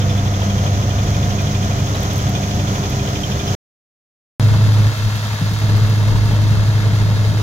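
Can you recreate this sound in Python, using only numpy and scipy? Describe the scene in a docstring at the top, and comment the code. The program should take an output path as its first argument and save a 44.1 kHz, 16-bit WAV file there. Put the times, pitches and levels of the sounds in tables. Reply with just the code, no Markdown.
"""Tractor and straw chopper in a field

A three-cylinder diesel tractor pulls a chopper whose blower fills a trailer. The blower drones at its
blade-passing frequency, and belts hold every shaft in a fixed ratio to it. Beside the trailer one hears
the drone, hissing straw and the clank of the cutter drive. After a silent break, in front of the tractor,
the drone returns with diesel knock and light wind."""
import sys
import numpy as np
from scipy import signal
from scipy.fft import rfft, irfft, next_fast_len
from scipy.io import wavfile

SR = 44100
rng = np.random.default_rng(int(sys.argv[2]) if len(sys.argv) > 2 else 0)


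def output_pcm(signal):
    """Save a mono or channel-first signal as 16-bit PCM at the path in sys.argv[1].

    Samples are clipped to [-1, 1] before scaling.
    """
    pcm = np.clip(np.atleast_2d(signal).T, -1, 1) * 32767
    wavfile.write(sys.argv[1], SR, np.round(pcm).astype(np.int16))


N = 327222

# Levels are relative. SIDE is beside the trailer, FRONT is in front of the tractor.
# blade-passing frequency of the blower: t/s, f/Hz
SIDE_BLADE_RATE = [(0, 99.03), (0.5, 99.08), (1, 99.26), (1.5, 99.56), (2, 99.46), (2.5, 99.51), (3, 99.64),
                   (3.55, 99.6)]
FRONT_BLADE_RATE = [(4.4, 105.45), (4.9, 105.24), (5.3, 104.92), (5.6, 104.62), (6.2, 104.48),
                    (6.8, 104.32), (7.42, 104.38)]
# blower harmonics, changing as its outlet turns: harmonic number, first level/dB, last level/dB
SIDE_HARMONICS = [(2, -30.5, -30), (3, -42, -39), (4, -47.5, -35.5), (5, -40.5, -56), (7, -40.5, -52),
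                  (10, -56, -55)]
FRONT_HARMONICS = [(2, -35, -37), (3, -42, -41)]
# harmonics of each shaft: harmonic number, side level/dB, front level/dB
ENGINE_ORDERS = [(3, -36.5, -41), (4, -46, -49), (6, -31, -48), (9, -41.5, -31), (12, -34.5, -35.5),
                 (21, -47, -51), (71, -57, -51.5)]
DRUM_ORDERS = [(1, -43.5, -42.5), (2, -28, -29.5), (3, -43, -38.5)]
FAN_ORDERS = [(1, -33.5, -43), (2, -43.5, -52.5), (3, -56.5, -48), (4, -55, -52), (5, -42.5, -58),
              (10, -64, -58)]
# knock of each cylinder: level/dB
CYLINDER_LEVELS = [-.8, -.8, .8]
# spectral density of the roar of machine and straw: f/Hz, left level/dB, right level/dB
SIDE_ROAR_SPECTRUM = [(330, -56, -64.5), (480, -59, -57), (720, -55, -56.5), (830, -62.5, -64),
                      (1250, -60, -62), (1600, -63.5, -66.5), (2600, -71, -69.5), (3400, -68, -65.5),
                      (4400, -69, -71.5), (6500, -72.5, -63), (8300, -84.5, -86), (10500, -86.5, -85.5),
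                      (13300, -83.5, -80.5), (15700, -87, -88.5)]
FRONT_ROAR_SPECTRUM = [(350, -61, -66), (450, -57.5, -62.5), (660, -65, -57.5), (790, -62.5, -74),
                       (920, -64.5, -60.5), (1700, -60.5, -71.5), (2300, -67.5, -70.5), (2800, -76, -66.5),
                       (3700, -67.5, -66), (5200, -75, -69), (6700, -70, -79), (7900, -81.5, -85),
                       (12500, -87, -81), (15700, -84.5, -92)]
# peaks and hollows from steel panels and their reflections: f/Hz, width/Hz, level/dB
SIDE_PANEL_BANDS = [(350, 50, -2.5), (1270, 70, 1.5), (3750, 250, -1.5), (4600, 500, -1), (6100, 400, .8),
                    (8900, 900, -1.5)]
FRONT_PANEL_BANDS = [(430, 90, 1.5), (650, 70, 1.5), (930, 80, 1.5), (1400, 60, 2), (1700, 40, 3),
                     (2120, 140, 2), (2340, 170, -4), (2670, 120, 2.5), (2930, 200, -4.5), (3180, 100, 1.5),
                     (3400, 160, -1.5), (4680, 300, 2), (5650, 200, -2)]
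# modes of the steel cutter drive: f/Hz, width/Hz, level/dB
STEEL_MODES = [(1950, 120, -10), (2435, 40, -1.5), (2750, 160, -7.5), (3160, 80, 1), (3330, 90, -5),
               (3510, 65, 0), (5150, 110, -11)]
# spectral density of the rumble of drum and ducts: f/Hz, level/dB
SIDE_RUMBLE_SPECTRUM = [(12, -66), (25, -59.5), (50, -48.5), (130, -42), (210, -49.5), (330, -57)]
FRONT_RUMBLE_SPECTRUM = [(12, -58), (22, -46), (60, -46), (130, -45), (210, -52.5), (350, -65.5)]
# straws snapping close by: t/s, level/dB
CLOSE_SNAPS = [(1.4177, -30), (2.0308, -25), (2.1326, -26), (2.1799, -24.5), (2.2922, -31), (2.8994, -31)]
# spells of softer crackle in the stubble: start t/s, end t/s, snap rate/(1/s), level/dB
CRACKLE_SPELLS = [(1.55, 2.3, 10, -34), (4.95, 5.9, 22, -36)]
# spectrum of a snap: f/Hz, level/dB
SNAP_SPECTRUM = [(2000, -24.5), (4000, -7), (7500, -4), (9500, -11), (11000, -6.5), (13000, 0.5),
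                 (14000, -3), (15500, -12)]
# loose metal knocking on the machine: t/s, level/dB, f/Hz
METAL_KNOCKS = [(1.945, -25, 3900), (2.753, -27, 2440), (3.155, -27, 2440), (3.48, -29.5, 5150),
                (4.538, -24, 1000), (6.079, -20.5, 1040), (6.156, -24, 912), (6.311, -21, 912)]
# low bumps of the machine: t/s, level/dB
LOW_BUMPS = [(5.099, -15), (5.412, -8), (5.507, -12), (6.123, -11)]
# wind gusts at the listener: t/s, duration/s, level/dB above the breeze
WIND_GUSTS = [(4.62, .2, 3), (4.85, .1, 6), (5.76, .16, 5), (6.14, .13, 6), (6.59, .12, 8)]
# gain while the low end drops away: f/Hz, level/dB
DIP_GAIN = [(40, -6.5), (105, -7.5), (200, -7.5), (380, -7.5), (620, -3), (1100, -1.3), (2500, 0),
            (10000, .8)]
# likeness of the sound at the two ears: f/Hz, coherence (0-1), lead of the left ear/s
SIDE_COHERENCE = [(40, .94, -.0002), (200, .965, -.0002), (700, .88, -.00022), (1200, .75, -.00034),
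                  (2200, .42, -.00043), (3400, .45, -.00035), (6000, .15, -.00032), (15000, .1, -.00032)]
FRONT_COHERENCE = [(40, .25, 0), (150, .62, 0), (550, .88, .00004), (1300, .8, .00016), (2200, .58, .00032),
                   (3400, .55, .00032), (6000, .42, .00032), (15000, .25, .00032)]

SIDE_SPAN_S, FRONT_SPAN_S = (0, 3.5505), (4.398, 7.42)
ENGINE_RATIO, CUTTER_RATIO, DRUM_RATIO, FAN_RATIO = 10 / 81, 1 / 8, .6337, 1.43  # cycles per blade pass
ROAR_CROSSOVER_HZ, BAND_LIMIT_HZ = 340, 15900


def blower(t, passes, level_db, flutter_db, sway):
    """Blade-passing tone: wads of straw modulate its amplitude, and it sways a little between the ears."""
    tone = amp(level_db + flutter_db * drift(t, 18)) * np.sqrt(2) * np.exp(2j * np.pi * passes)
    ear_difference = sway * (drift(t, 6) + 1j * drift(t, 6))
    return (tone * (1 + np.outer([1, -1], ear_difference))).real


def blower_harmonics(t, passes, table, waver_db, slip):
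    """Harmonic series: a periodic source also sounds at whole multiples of its fundamental."""
    return sum(hum(t, round(k) * passes, np.linspace(first, last, len(t)), waver_db, slip)
               for k, first, last in table)


def shaft_tones(t, passes, column, waver_db, slip):
    """Rotational orders: each belt-coupled shaft hums at multiples of its own cycle rate."""
    shafts = (ENGINE_RATIO, ENGINE_ORDERS), (DRUM_RATIO, DRUM_ORDERS), (FAN_RATIO, FAN_ORDERS)
    return sum(hum(t, round(row[0]) * ratio * passes, row[column], waver_db, slip)
               for ratio, orders in shafts for row in orders)


def hum(t, cycles, db, waver_db, slip):
    """Slow amplitude and phase modulation of a sinusoid; slip is the rms phase deviation in cycles."""
    phase = cycles + rng.random() + slip * drift(t, 3)
    return amp(db + waver_db * drift(t, 4)) * np.sqrt(2) * np.sin(2 * np.pi * phase)


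def diesel_knock(t, passes, offset, decay_s, variation, uneven_db):
    """Impulse response: each cylinder shakes the block in its own way, similarly at every firing."""
    count = len(CYLINDER_LEVELS)
    firings = np.flatnonzero(np.diff(np.floor(count * ENGINE_RATIO * passes - offset)))
    age = np.arange(SR // 16) / SR
    envelope = np.exp(-age / decay_s) * (1 - np.exp(-age / .001))
    responses = rng.standard_normal((count, 2, len(age)))
    out = np.zeros((2, len(t)))
    for k, sample in enumerate(firings):
        blow = responses[k % count] + variation * rng.standard_normal(responses[0].shape)
        force = amp(CYLINDER_LEVELS[k % count] + uneven_db * rng.standard_normal())
        add(out, sample / SR, blow * envelope * force)
    return unit(out)


def straw(t, impacts_per_s, spread_db, chaff_gain):
    """Shot noise of countless chaff impacts over the white noise of rushing air; the level wavers."""
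    stereo = (2, len(t))
    sizes = amp(spread_db * np.minimum(rng.exponential(1, stereo), 5)) * rng.choice([-1, 1], stereo)
    chaff = unit(sizes * (rng.random(stereo) < impacts_per_s / SR))
    air = rng.standard_normal(stereo)
    return unit(air + chaff_gain * chaff) * amp(.5 * drift(t, 20))


def roar(rush, knock, knock_share, knock_top_hz, spectrum, panels, ears, body, hiss):
    """Source and filter: the machine colours both mid-range engine knock and the rush of straw."""
    hz = bins(rush)
    share = knock_share * below(hz, knock_top_hz, order=3)
    source = at_ears(shape(knock, np.sqrt(share)) + shape(rush, np.sqrt(1 - share)), ears)
    panel_db = sum(db * bell(hz, centre, width) for centre, width, db in panels)
    colour = amp([read(spectrum, hz), read(spectrum, hz, column=2)] + panel_db)
    sound = shape(source, colour * np.sqrt((1 - below(hz, ROAR_CROSSOVER_HZ)) * SR / 2))
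    middle = shape(sound, below(hz, 2800, order=4))
    return body * middle + hiss * (sound - middle)


def cutter(t, passes, rise_s, decay_s, uneven_db):
    """Backlash: once a stroke the slack in the drive closes, and the chatter excites its steel modes."""
    strokes = np.flatnonzero(np.diff(np.floor(CUTTER_RATIO * passes - .14)))
    age, hz = np.arange(SR // 10) / SR, bins(t)
    envelope = np.exp(-age / decay_s) * (1 - np.exp(-age / rise_s))
    force_db = uneven_db * rng.standard_normal(len(strokes))
    out = np.zeros((2, len(t)))
    for mode_hz, width_hz, db in STEEL_MODES:
        blows = np.zeros(len(t))
        blows[strokes] = amp(db + force_db + 2.5 * rng.standard_normal(len(strokes)))
        chatter = signal.oaconvolve(blows, envelope)[:len(t)] * rng.standard_normal((2, len(t)))
        out += shape(chatter, resonance(hz, mode_hz, width_hz) / np.sqrt(width_hz))
    return unit(out)


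def rumble(t, spectrum, ears, wind, drum, lumpy_db):
    """Modulated low-pass noise: wind at the very bottom, the lumpy rumble of the drum above it."""
    hz = bins(t)
    noise = at_ears(rng.standard_normal((2, len(t))), ears) * amp(lumpy_db * drift(t, 25))
    noise = shape(noise, amp(read(spectrum, hz)) * np.sqrt(below(hz, ROAR_CROSSOVER_HZ) * SR / 2))
    bottom = shape(noise, below(hz, 85))
    return wind * bottom + drum * (noise - bottom)


def snapping_straws(mix):
    """Brittle fracture: close straws and softer, randomly timed stubble give broadband clicks."""
    crackle = [(start + when * (end - start), db + 2 * (2 * size - 1))
               for start, end, per_s, db in CRACKLE_SPELLS
               for when, size in rng.random((round(per_s * (end - start)), 2))]
    for start_s, db in CLOSE_SNAPS + crackle:
        snap = burst(decay_s=.0045, colour=lambda hz: amp(read(SNAP_SPECTRUM, hz)))
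        add(mix, start_s, amp([[db + 3.7], [db + 6.7]]) * snap)


def loose_metal(mix):
    """Damped resonance: each knock rings a loose part at one frequency."""
    for start_s, db, ring_hz in METAL_KNOCKS:
        ring = burst(decay_s=.007, colour=lambda hz: resonance(hz, ring_hz, width_hz=150))[0]
        add(mix, start_s, amp([[db + 2.5], [db]]) * ring)


def machine_bumps(mix):
    """Heavy damping: a broad, low resonance turns each bump into a thud."""
    for start_s, db in LOW_BUMPS:
        thud = burst(decay_s=.012, colour=lambda hz: resonance(hz, 160, width_hz=90) ** 2)[0]
        add(mix, start_s, amp(db - 2.5) * thud)


def gusts_db(t):
    """Gaussian envelopes: each gust raises the wind level and dies away."""
    return sum(db * bell(t, peak_s, duration_s) for peak_s, duration_s, db in WIND_GUSTS)


def bass_dip(t, sound, start_s, end_s, fall_s, rise_s):
    """Time-varying filter: the low end drops away, falters and comes back; the hiss stays."""
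    depth = np.clip(.5 + np.minimum((t - start_s) / fall_s, (end_s - t) / rise_s), 0, 1)
    thin = shape(sound, amp(read(DIP_GAIN, bins(t))))
    bass = shape(thin, below(bins(t), 500, order=4))
    faltering = thin - bass + bass * amp(2.8 * drift(t, 14))
    return sound + depth * (faltering - sound)


def at_ears(pair, ears):
    """Interaural coherence and delay: two independent signals become partly alike, one ear leading."""
    hz = bins(pair)
    coherence = read(ears, hz)
    right = shape(pair[0], coherence) + shape(pair[1], np.sqrt(1 - coherence ** 2))
    delay = np.exp(-2j * np.pi * hz * read(ears, hz, column=2))
    return np.array([pair[0], shape(right, delay)])


def rotation(span_s, blade_rate):
    """Phase is the integral of frequency: returns time and the blade passes so far."""
    first, last = round(span_s[0] * SR), round(span_s[1] * SR)
    t = first / SR + np.arange(next_fast_len(last - first)) / SR
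    return t, np.cumsum(np.interp(t, *np.transpose(blade_rate))) / SR


def burst(decay_s, colour):
    """Exponentially decaying noise, filtered by colour(hz); peak 1."""
    age = np.arange(SR // 5) / SR
    noise = rng.standard_normal((2, len(age))) * np.exp(-age / decay_s)
    sound = shape(noise, colour(bins(age)))[:, :SR // 10]
    return sound / abs(sound).max()


def drift(t, rate_hz):
    """Slow random fluctuation of rms 1."""
    coarse_t = t[::128]
    hz = np.fft.rfftfreq(len(coarse_t), coarse_t[1] - coarse_t[0])
    slow = shape(rng.standard_normal(len(coarse_t)), below(hz, rate_hz, order=4))
    return np.interp(t, coarse_t, unit(slow))


def resonance(hz, centre_hz, width_hz):
    """Frequency response of a damped oscillator."""
    return 1 / (1 + 1j * (hz ** 2 - centre_hz ** 2) / (width_hz * hz + 1))


def bell(x, centre, width):
    """Gaussian with the given full width at half height."""
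    return np.exp2(-(2 * (x - centre) / width) ** 2)


def below(hz, edge_hz, order=8):
    """Low-pass share of a crossover."""
    return 1 / (1 + (hz / edge_hz) ** order)


def read(table, hz, column=1):
    """Interpolation on a log-frequency axis."""
    columns = np.transpose(table)
    return np.interp(np.log(hz + 1), np.log(columns[0] + 1), columns[column])


def shape(x, gain):
    return irfft(rfft(x) * gain, x.shape[-1])


def bins(x):
    return np.fft.rfftfreq(x.shape[-1], 1 / SR)


def amp(db):
    return 10 ** (np.asarray(db) / 20)


def unit(x):
    return x / np.sqrt(np.mean(x ** 2) + 1e-20)


def add(mix, start_s, sound):
    part = mix[:, round(start_s * SR):][:, :sound.shape[-1]]
    part += sound[..., :part.shape[-1]]


def beside_trailer():
    """Acoustic shadow: the trailer screens the engine, while blower, straw and cutter are near."""
    t, passes = rotation(SIDE_SPAN_S, SIDE_BLADE_RATE)
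    receded = (t / SIDE_SPAN_S[1]) ** 1.6  # the blower moves off
    swell_db = 1.3 * np.cos(2 * np.pi * (t - .72) / .93)
    blower_db = -17.5 - 9.2 * receded + swell_db
    wind = amp(.2 + 1.8 * drift(t, 10))
    drive = amp(.6 - receded + .8 * drift(t, 10))
    body = amp(.6 - receded + .6 * drift(t, 10))
    hiss = amp(.9 - 3 * np.exp(-t / .9))  # the pouring straw comes nearer
    hums = shaft_tones(t, passes, column=1, waver_db=1.6, slip=.05)
    hums += blower_harmonics(t, passes, SIDE_HARMONICS, waver_db=1.8, slip=.04)
    tones = blower(t, passes, blower_db, flutter_db=1.2, sway=.05) + drive * hums
    knock = diesel_knock(t, passes, offset=.3, decay_s=.025, variation=.7, uneven_db=1.)
    rush = straw(t, impacts_per_s=1300, spread_db=3.5, chaff_gain=.55)
    out = tones * amp([[-.4], [.4]])
    out += amp(-1.1) * rumble(t, SIDE_RUMBLE_SPECTRUM, SIDE_COHERENCE, wind, drive, lumpy_db=.7)
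    out += amp(-.9) * roar(rush, knock, knock_share=.3, knock_top_hz=1500, spectrum=SIDE_ROAR_SPECTRUM,
                           panels=SIDE_PANEL_BANDS, ears=SIDE_COHERENCE, body=body, hiss=hiss)
    load_db = .9 * (t - 1.5) ** 2  # the cutter's load is lightest at 1.5 s
    clank = cutter(t, passes, rise_s=.003, decay_s=.014, uneven_db=1.1)
    return out + amp([[-41.5], [-38.]]) * amp(load_db) * clank


def before_tractor():
    """Direct sound: the engine faces the listener, and its knock rides on a slowly easing drone."""
    t, passes = rotation(FRONT_SPAN_S, FRONT_BLADE_RATE)
    age = t - FRONT_SPAN_S[0]
    blower_db = -11.5 - 1.2 * age
    wind = amp(.2 + gusts_db(t) + 1.8 * drift(t, 10))
    drive = amp(1.7 - .3 * age + .8 * drift(t, 10))
    body = amp(.9 - .4 * age + .5 * drift(t, 10))
    hiss = amp(.9 - .6 * age)
    hums = shaft_tones(t, passes, column=2, waver_db=2., slip=.04)
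    hums += blower_harmonics(t, passes, FRONT_HARMONICS, waver_db=1.6, slip=.03)
    tones = blower(t, passes, blower_db, flutter_db=.7, sway=.06) + drive * hums
    knock = diesel_knock(t, passes, offset=.27, decay_s=.022, variation=.7, uneven_db=.8)
    rush = straw(t, impacts_per_s=900, spread_db=3.6, chaff_gain=.55)
    out = tones * amp([[.1], [-.1]])
    out += amp(-.2) * rumble(t, FRONT_RUMBLE_SPECTRUM, FRONT_COHERENCE, wind, drive, lumpy_db=1.1)
    out += amp(.1) * roar(rush, knock, knock_share=.62, knock_top_hz=3000, spectrum=FRONT_ROAR_SPECTRUM,
                          panels=FRONT_PANEL_BANDS, ears=FRONT_COHERENCE, body=body, hiss=hiss)
    return bass_dip(t, out, start_s=4.9, end_s=5.64, fall_s=.1, rise_s=.14)


def scene():
    """Superposition: small impacts add to the machine, heard from two positions in turn."""
    mix = np.zeros((2, N))
    snapping_straws(mix)
    loose_metal(mix)
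    machine_bumps(mix)
    for (start, end), sound in (SIDE_SPAN_S, beside_trailer()), (FRONT_SPAN_S, before_tractor()):
        add(mix, start, sound[:, :round((end - start) * SR)])
    return mix


def record(dry):
    """Band limiting: a linear-phase low-pass filter removes the highest treble."""
    low_pass = signal.firwin(511, BAND_LIMIT_HZ, window=("kaiser", 9), fs=SR)
    return signal.oaconvolve(dry, low_pass[None], "same")


dry = scene()
out = record(dry)
output_pcm(out)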